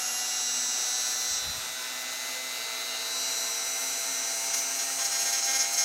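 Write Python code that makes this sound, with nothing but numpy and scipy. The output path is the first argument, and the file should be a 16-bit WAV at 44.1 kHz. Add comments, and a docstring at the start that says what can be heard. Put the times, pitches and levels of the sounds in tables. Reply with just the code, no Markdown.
"""A bedroom, close up and in mono: a handheld rotary tool runs at low speed, slowly winding up.
Its shaft rattles once a turn, chopped mains current makes the motor buzz, and the fan whines and hisses.
The colour shifts as the tool is tilted, held upright, then lowered to a plastic piece,
where the stone bites harder and harder, rasping, tearing off chips and dragging on the shaft."""
import sys
import numpy as np
from scipy import signal
from scipy.fft import rfft, irfft
from scipy.io import wavfile

SR = 44100
rng = np.random.default_rng(int(sys.argv[2]) if len(sys.argv) > 2 else 0)


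def file_out(sig):
    """Save sig as 16-bit WAV at sys.argv[1]."""
    # one column per channel
    cols = np.atleast_2d(sig).T
    # limit, then scale
    lim = np.clip(cols, -1, 1)
    pcm = np.round(lim * 32767).astype(np.int16)
    wavfile.write(sys.argv[1], SR, pcm)


N = 257582
TIME = np.arange(N) / SR
BINS = np.fft.rfftfreq(N, 1 / SR)

# how the tool is held: t/s, pose (up to 0 raised, 1 tilted, 2 upright, from 3 lowered)
POSE_PATH = [(0, -1), (.25, 0.3), (.55, 1), (1.25, 0.45), (1.45, 2), (1.65, 2), (2.95, 2), (3.25, 2.5),
             (5.84, 3.5)]
# rattle partials for each grip: order (multiple of the shaft speed), level/dB
RATTLE_OPEN = [(13, -65), (14, -50.5), (15, -59), (17, -50), (18, -43.5), (19, -57), (20, -58), (21, -38.5),
               (22, -42), (23, -33.5), (24, -35), (25, -38), (26, -35), (27, -56), (28, -69), (29, -64),
               (30, -42), (31, -50), (33, -53), (34, -52)]
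RATTLE_SHADED = [(13, -74), (14, -44.5), (15, -54), (17, -46), (18, -54), (19, -58), (20, -57), (21, -46.5),
                 (22, -56), (23, -44.5), (24, -48), (25, -42.5), (26, -53), (27, -46), (28, -66), (29, -68),
                 (30, -51.5), (31, -55), (33, -50), (34, -55)]
RATTLE_LOWERED = [(13, -60), (14, -57), (15, -44.5), (17, -66), (18, -56), (19, -54), (20, -51),
                  (21, -42.5), (22, -39), (23, -34.5), (24, -42), (25, -46), (26, -44.5), (27, -47.5),
                  (28, -54), (29, -46), (30, -42), (31, -43.5), (33, -44), (34, -48.5)]
# reflections lift or cancel single partials: t/s, half length/s, order, gain/dB
FLARES = [(.1, 0.13, 24, -7), (.05, .2, 26, -2), (0.427, 0.11, 23, 1.5), (1.25, 0.11, 8, 5.5),
          (1.85, .25, 8, -3.5), (1.383, 0.085, 14, 7), (1.5, 0.1, 16, 11), (1.507, 0.1, 23, 6.5),
          (1.523, 0.14, 8, -7.5), (1.9, 0.15, 16, -7), (2.423, 0.12, 2, 8.5), (3.15, 0.44, 8, -5),
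          (2.55, 0.14, 14, -3), (2.6, 0.13, 18, 11), (2.915, 0.13, 11, 23.5), (3.15, 0.28, 18, 16.5),
          (3.297, 0.22, 16, 3)]
# the motor's lowest tones: order, level/dB
HUM = [(1, -58), (2, -59.5), (6, -52), (7, -52.5), (9, -63.5), (10, -60), (11, -68)]
# slot and commutator sidebands, rising a chop rate a row: tilted level/dB, upright/dB, lowered/dB
SLOT_SIDEBANDS = [(-60, -52.5, -54), (-47, -41, -46), (-56, -58, -50.5), (-61, -53, -60), (-74, -63, -53.5),
                  (-62, -57, -54), (-81, -58, -51.5), (-58, -53.5, -50.5)]
BAR_SIDEBANDS = [(-58.5, -61, -61), (-53.5, -54, -66), (-47.5, -45, -48.5), (-44, -42, -42),
                 (-39, -48.5, -44.5), (-43, -62, -60), (-52, -59, -59), (-50, -61, -66), (-51, -63, -58)]
# fader ride on the commutator buzz: t/s, gain/dB
BUZZ_RIDE = [(0.05, -8), (0.45, 0.5), (.8, 0), (1.15, 1), (1.5, 1), (1.75, -1.5), (2.3, -3), (2.7, 1),
             (3.15, 5), (3.7, -0.5), (4.95, -2)]
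# passing motor whistles: start/s, end/s, order, level/dB
WHISTLES = [(-0.6, .56, 11.36, -44.5), (-0.6, 0.582, 11.41, -48.5), (.56, .9, 11.36, -55),
            (.58, 0.905, 11.41, -50), (2, 3.4, 10.8, -56), (2.504, 4.403, 1.765, -55),
            (4.3, 6, 1.61, -58.5)]
# the stone bears on the plastic: start/s, end/s, rasp drive/dB, growl level/dB
BITES = [(4.539, 4.548, -26, -35), (4.57, 4.598, -32, -44), (4.789, 4.833, -33, -39.5),
         (4.992, 5.035, -32, -37), (5.048, 5.069, -29, -39), (5.115, 5.172, -33, -39),
         (5.187, 5.232, -31, -39), (5.255, 5.301, -28.5, -35), (5.326, 5.362, -28.5, -35.5),
         (5.364, 5.4, -35, -44), (5.424, 5.47, -30.5, -49), (5.476, 5.52, -30.5, -35),
         (5.531, 5.574, -29.5, -35.5), (5.59, 5.629, -27, -38.5), (5.636, 5.668, -34, -38),
         (5.74, 5.755, -28.5, -50), (5.78, 5.814, -25.5, -36.5), (5.816, 5.852, -27.5, -37)]
# the grit tears off chips: start/s, end/s, level/dB
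CHIPS = [(4.537, 4.557, -35), (4.557, 4.595, -36.5), (4.79, 4.86, -45), (5.116, 5.14, -41),
         (5.195, 5.245, -38), (5.26, 5.31, -38), (5.326, 5.345, -34), (5.35, 5.365, -43),
         (5.445, 5.47, -39), (5.49, 5.538, -41), (5.55, 5.59, -35), (5.595, 5.62, -44), (5.63, 5.648, -38),
         (5.728, 5.746, -35), (5.763, 5.808, -40)]
# resonances of the shell, the stone on its shank and the plastic: f/Hz, width/Hz, gain/dB
SHELL_MODES = [(767.5, 18, 8.5), (1343, 157, 5), (2312, 440, -1), (2809, 510, 2.5)]
STONE_MODES = [(4258, 130, -8), (4760, 460, -5), (5386, 270, 4), (5820, 270, 4.5), (6504, 276, 8),
               (7640, 790, -10), (9300, 760, -16), (11000, 1200, -14), (12800, 1200, -29)]
PLASTIC_MODES = [(534, 170, -9.5), (1583, 200, 3.5), (1850, 320, 3.5), (2159, 325, 5.5), (2400, 84, -3),
                 (3316, 300, 1.5)]
# fan partials for each grip: order, level/dB
WHINE_RAISED = [(35, -64), (37, -52), (38, -58), (40, -43), (42, -44.5), (44, -55), (46, -48), (47, -51),
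                (50, -52), (52, -61), (54, -57), (57, -61), (60, -70), (63, -57)]
WHINE_TILTED = [(35, -57), (37, -52.5), (38, -60), (39, -54), (41, -56), (42, -58), (44, -60), (45, -56),
                (46, -56), (47, -63), (48, -54), (49, -58), (50, -58), (51, -66), (53, -56), (54, -59),
                (56, -59), (59, -61), (63, -64)]
WHINE_SHADED = [(35, -55), (36, -65), (37, -54), (38, -60), (40, -57), (41, -68), (43, -60.5), (45, -54),
                (46, -58), (47, -55), (48, -52), (49, -63), (50, -58), (51, -67), (53, -62), (58, -63),
                (63, -66)]
WHINE_LOWERED = [(35, -66), (36, -59), (37, -47.5), (38, -63), (39, -52), (41, -57), (42, -63), (44, -53),
                 (45, -65), (46, -50.5), (48, -49), (50, -58), (51, -68), (53, -68), (55, -54.5), (58, -59),
                 (60, -66), (63, -70)]
# noise colours of tearing chips, cooling air and the vent jet: f/Hz, relative level/dB
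FIZZ_EQ = [(3000, -25), (6000, 2.5), (8500, -8), (9600, -6), (10400, -3), (11400, -1), (12200, -13),
           (13200, -12), (14500, -20), (16000, -26)]
AIR_EQ = [(15, -57), (50, -27), (120, -18), (230, -15), (360, -9.5), (650, -6), (820, -1.5), (1050, -8),
          (1400, 1), (1750, -4), (2700, -5.5), (3400, -7), (5000, -2.5), (6300, -7.5), (7300, -8),
          (9500, -13.5), (11500, -15), (13000, -16), (16000, -26)]
JET_EQ = [(2000, -45), (3700, -36), (4500, -6.5), (5700, -6.5), (6600, -3.5), (7150, 0), (7900, -2.5),
          (8400, -21), (16000, -62)]
# the draught's rumble: f/Hz, relative level/dB
DRAUGHT_EQ = [(10, -37), (28, -19), (50, -3), (85, 1), (160, -7), (260, -18), (700, -55)]
# the draught brushes the microphone: t/s, half length/s, level/dB
PUFFS = [(1.34, 0.035, -56), (1.427, .02, -54), (1.49, 0.028, -42.5), (1.58, 0.043, -49.5),
         (1.71, 0.045, -61)]
# how strongly each part faces the microphone: raised/dB, tilted/dB, upright/dB, lowered/dB
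RATTLE_DB = (-3.5, -1.5, -1.5, 0)
THIRD_DB, BAR_OCTAVE_DB = (-46, -51, -60.5, -50.5), (-49, -35.5, -47.5, -49.5)
JET_DB, JET_TOP_DB = (-6.5, -2.5, -7, -1.5), (3.5, 1, -3, -5)

CHOP_HZ = 120  # slices of mains current a second
BEARING_ORDER, SLOTS, BARS = 2.573, 8, 16  # cycles a turn: bearing, armature, commutator
GRIP_S, GRIP_FADE_S, RELEASE_S, RELEASE_FADE_S = 1.387, 0.039, 3.08, 0.23


def rattle(turns):
    """The shaft knocks once a turn, a little loose in timing and force."""
    shaded, lowered = shade(), window(RELEASE_S, np.inf, RELEASE_FADE_S)
    grips = [(RATTLE_OPEN, 1 - shaded - lowered), (RATTLE_SHADED, shaded), (RATTLE_LOWERED, lowered)]
    knocks = partials(grips, turns + .0012 * drift(hz=110), waver_db=1.4, scatter=.06, smear=.014)
    return knocks * amp(posed(RATTLE_DB) + 0.75 * drift(hz=123.1))


def motor(turns):
    """Hum and magnetic tones throb with the chopped current; a bearing tone grows as the tool runs."""
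    current = unit(surge(TIME * CHOP_HZ, start=0.041, rise=0.19, fall=0.27))
    hum = sum(amp(db + flare(round(k)) + 2 * drift(hz=5) + 2.5 * drift(hz=18))
              * tone(turns, round(k), rng.random()) for k, db in HUM)
    hum *= 0.82 + 0.17 * current
    bearing_db = -42 - 20 * np.exp(-TIME / 3)
    bearing = amp(bearing_db + 1.2 * drift(hz=20)) * tone(turns, BEARING_ORDER, 0.066 * drift(hz=8.4))
    third_db = posed(THIRD_DB) + 7 * load()  # load brings out the third order
    third = amp(third_db + 2 * drift(hz=14)) * tone(turns, 3) * (.65 + .45 * current)
    slots = amp(2 * load() * drift(hz=14))
    slots *= chopped(turns, SLOTS, SLOT_SIDEBANDS, first_step=-1, peak=.19, waver_db=1.2, scatter=.0083)
    fourth = amp(-59.5 + 5.1 * drift(hz=9)) * tone(turns, 4)
    sideband = amp(bearing_db - 5 - 4.3 * load() + 2 * drift(hz=12))
    sideband *= tone(turns, 3, TIME * CHOP_HZ + 0.14 * drift(hz=13))
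    return hum + bearing + third + slots + fourth + sideband


def commutator(turns):
    """The bars buzz on the chopped current, with a thin tone an octave up that the hand shades."""
    buzz = chopped(turns, BARS, BAR_SIDEBANDS, first_step=-4, peak=.3, waver_db=1.46, scatter=0.022)
    octave_db = posed(BAR_OCTAVE_DB) - 3 * shade() + 1.3 * drift(hz=8)
    octave = amp(octave_db) * tone(turns, 2 * BARS, 0.12 * drift(hz=60.7))
    return amp(ride(BUZZ_RIDE) - 0.5 * load()) * buzz + octave


def grinding(turns):
    """The stone's high spot strikes the plastic once a turn, drags its grit and tears off fine chips."""
    rasp_power = sum(amp(2 * db) * window(start, end, fade=0.0085) for start, end, db, _ in BITES)
    growl_power = sum(amp(2 * db) * window(start, end, fade=0.014) for start, end, _, db in BITES)
    # under load the stone keeps skimming between bites
    rasp = np.sqrt(rasp_power + (amp(-40) * load()) ** 2)
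    growl = np.sqrt(growl_power + (amp(-46) * load()) ** 2)
    tearing = sum(amp(db) * window(start, end, fade=.005) for start, end, db in CHIPS)
    contact = turns + .17 + .004 * drift(hz=22) + .001 * drift(hz=110)
    strikes = unit(np.diff(np.floor(contact), prepend=0.))
    strikes *= amp(.8 * drift(hz=60) + 1.1 * drift(hz=25))
    grit = unit((.12 + surge(contact, start=0.013, rise=0.057, fall=0.7)) * rng.standard_normal(N))
    stone = unit(ring(strikes + .22 * grit, STONE_MODES, order=2))
    plastic = unit(ring(strikes + .16 * grit, PLASTIC_MODES, order=2))
    fizz = unit(noise(FIZZ_EQ) * surge(contact, start=.02, rise=.04, fall=0.33))
    return amp(1.2) * rasp * stone + growl * plastic + tearing * fizz


def fan(turns):
    """A whine of high shaft partials over a bed of air, and a vent jet that flutters with each turn."""
    raised = posed([1, 0, 0, 0])
    gripped, lowered = window(GRIP_S, np.inf, fade=.15), window(3.14, np.inf, fade=0.93)
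    grips = [(WHINE_RAISED, raised), (WHINE_TILTED, 1 - raised - gripped),
             (WHINE_SHADED, gripped - lowered), (WHINE_LOWERED, lowered)]
    whine = partials(grips, turns + .0003 * drift(hz=90), waver_db=2, scatter=.2, smear=.012)
    air = amp(-40 + 0.65 * drift(hz=11)) * noise(AIR_EQ)
    sweep_db = 1.5 * swell(3.3, half=0.16)  # the vents swing past the microphone
    jet = noise(JET_EQ)
    top = irfft(rfft(jet) * (BINS > 7000), N)  # the top end beams straight out of the vents
    jet = jet - top + amp(posed(JET_TOP_DB) + sweep_db - 2 * shade()) * top
    flutter = unit(0.092 + surge(turns, start=0.94, rise=0.49, fall=1.0))
    jet *= amp(posed(JET_DB) + sweep_db - 36) * flutter
    return amp(-0.73 + 1.08 * drift(hz=19)) * whine + air + jet


def sparks(turns):
    """Each switch-on of the current jolts the armature tone into the shell, and the brushes crackle."""
    slices = TIME * CHOP_HZ
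    jolts = surge(slices, start=0.039, rise=0.0084, fall=0.033) * tone(turns, SLOTS)
    jolts *= 1 + 0.28 * drift(hz=60.35)
    crackle = surge(slices, start=0.01, rise=0.016, fall=0.25) * rng.standard_normal(N)
    ticks = amp(-49.5) * unit(ring(jolts, SHELL_MODES, order=2))
    return ticks + amp(-51) * unit(ring(crackle, SHELL_MODES))


def passing_whistles(turns):
    """Thin motor whistles fade in and out, tracking the shaft speed."""
    return sum(amp(db + 2.2 * drift(hz=22)) * window(start, end, fade=.25)
               * tone(turns, order, .07 * drift(hz=16)) for start, end, order, db in WHISTLES)


def shaft_squeal():
    """A fuzzy, fluttering high whistle from the shaft that soon dies away."""
    whistle = unit(ring(rng.standard_normal(N), [(6610, 210, 0)], order=2))
    return amp(-39.5 + 3.3 * drift(hz=8.1)) * window(-1, 0.44, fade=0.59) * whistle


def draught():
    """Soft low buffets as the vents swing past the microphone."""
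    return sum(amp(db) * swell(s, half) for s, half, db in PUFFS) * noise(DRAUGHT_EQ)


def shaft_speed():
    """Turns a second: a run-up that eases off, less the drag of the work."""
    start_hz, rise_hz_per_s, ease_hz_per_s2, sag_hz_per_s = 245.345, 4.4665, .0982, 1.95
    free_hz = start_hz + rise_hz_per_s * TIME - ease_hz_per_s2 * TIME ** 2
    return free_hz - sag_hz_per_s * np.cumsum(load()) / SR


def load():
    """0 while the tool runs free, 1 once the stone stays on the work."""
    return window(4.98, np.inf, fade=0.14)


def shade():
    """0 in the open, 1 with the hand round the shell; the grip closes fast and opens more slowly."""
    closing = 1 - np.exp(-np.maximum(TIME - GRIP_S, 0) / GRIP_FADE_S)
    return closing - window(RELEASE_S, np.inf, RELEASE_FADE_S)


def posed(values):
    """Morphs between one value per pose as the tool is turned."""
    return np.interp(ride(POSE_PATH), np.arange(len(values)), values)


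def flare(order):
    """The boost or cut in dB that passing reflections give one shaft order."""
    return sum(db * swell(s, half) for s, half, k, db in FLARES if round(k) == order)


def partials(grips, turns, waver_db, scatter, smear):
    """Shaft partials blended from a (spectrum, share) per grip; reflections stir level and phase."""
    first = grips[0][0]
    orders = np.arange(round(first[0][0]), round(first[-1][0]) + 1)
    out = np.zeros(N)
    for k in np.setdiff1d(orders, [BARS, 2 * BARS]):  # these two belong to the commutator
        level_db = sum(share * np.interp(k, *np.transpose(points)) for points, share in grips)
        level_db += flare(k) + waver_db * drift(hz=2.5)
        lag = smear * (k - orders.mean()) ** 2  # the shell delays each partial, smearing the pulse
        out += amp(level_db) * tone(turns, k, scatter * drift(hz=0.65) - lag)
    return out


def chopped(turns, order, sidebands, first_step, peak, waver_db, scatter):
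    """A shaft order whose sidebands throb once per slice of current, at the share `peak` of the slice."""
    slices, out = TIME * CHOP_HZ - peak, np.zeros(N)
    jitter = scatter * drift(hz=30.54)
    for step, (tilted_db, upright_db, lowered_db) in enumerate(sidebands, first_step):
        level_db = posed([tilted_db, tilted_db, upright_db, lowered_db])
        level_db += waver_db * drift(hz=2.5) + (step == 0) * flare(order)
        out += amp(level_db) * tone(turns, order, step * slices + jitter + 0.082 * drift(hz=1.53))
    return out


def tone(turns, order, phase=0):
    """A pure tone locked to the shaft; phase is in cycles."""
    return np.cos(2 * np.pi * (order * turns + phase))


def noise(eq):
    """Noise of rms 1, coloured by an EQ curve."""
    hz, db = np.transpose(eq)
    gain = amp(np.interp(np.log(BINS + 1), np.log(hz), db))
    return unit(irfft(rfft(rng.standard_normal(N)) * gain, N))


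def ring(x, modes, order=1):
    """A resonator bank; a higher order gives steeper skirts and a softer attack."""
    body = sum(amp(db) * (1j * BINS * width / (hz ** 2 - BINS ** 2 + 1j * BINS * width)) ** order
               for hz, width, db in modes)
    return irfft(rfft(x) * body, N)


def surge(cycles, start, rise, fall):
    """A quick attack and slower decay in every cycle; times are shares of a cycle."""
    age = (cycles - start) % 1
    return (1 - np.exp(-age / rise)) * np.exp(-age / fall)


def window(start, end, fade):
    """A soft-edged gate, open from start to end."""
    return np.clip(.5 + np.minimum(TIME - start, end - TIME) / fade, 0, 1)


def swell(s, half):
    """A smooth bump of height 1 around the time s."""
    return np.exp(-((TIME - s) / half) ** 2)


def ride(points):
    """Straight ramps through (time, value) points."""
    return np.interp(TIME, *np.transpose(points))


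def drift(hz):
    """A random wobble of rms 1."""
    knots = rng.standard_normal(6000)
    return unit(np.interp(TIME * hz * 2, np.arange(len(knots)), knots))


def amp(db):
    return 10 ** (np.asarray(db) / 20)


def unit(x):
    return x / np.sqrt(np.mean(abs(x) ** 2) + 1e-20)


def scene():
    """All layers of the tool, mixed dead centre."""
    turns = np.cumsum(shaft_speed()) / SR
    mono = motor(turns) + commutator(turns) + passing_whistles(turns) + sparks(turns)
    mono += rattle(turns) + fan(turns) + shaft_squeal() + grinding(turns) + draught()
    return np.array([mono, mono])


def record(dry):
    """A steep high cut at 15.9 kHz."""
    low_pass = signal.firwin(511, 15900, window=("kaiser", 9), fs=SR)
    return signal.oaconvolve(dry, low_pass[None], "same")


dry = scene()
out = record(dry)
file_out(out)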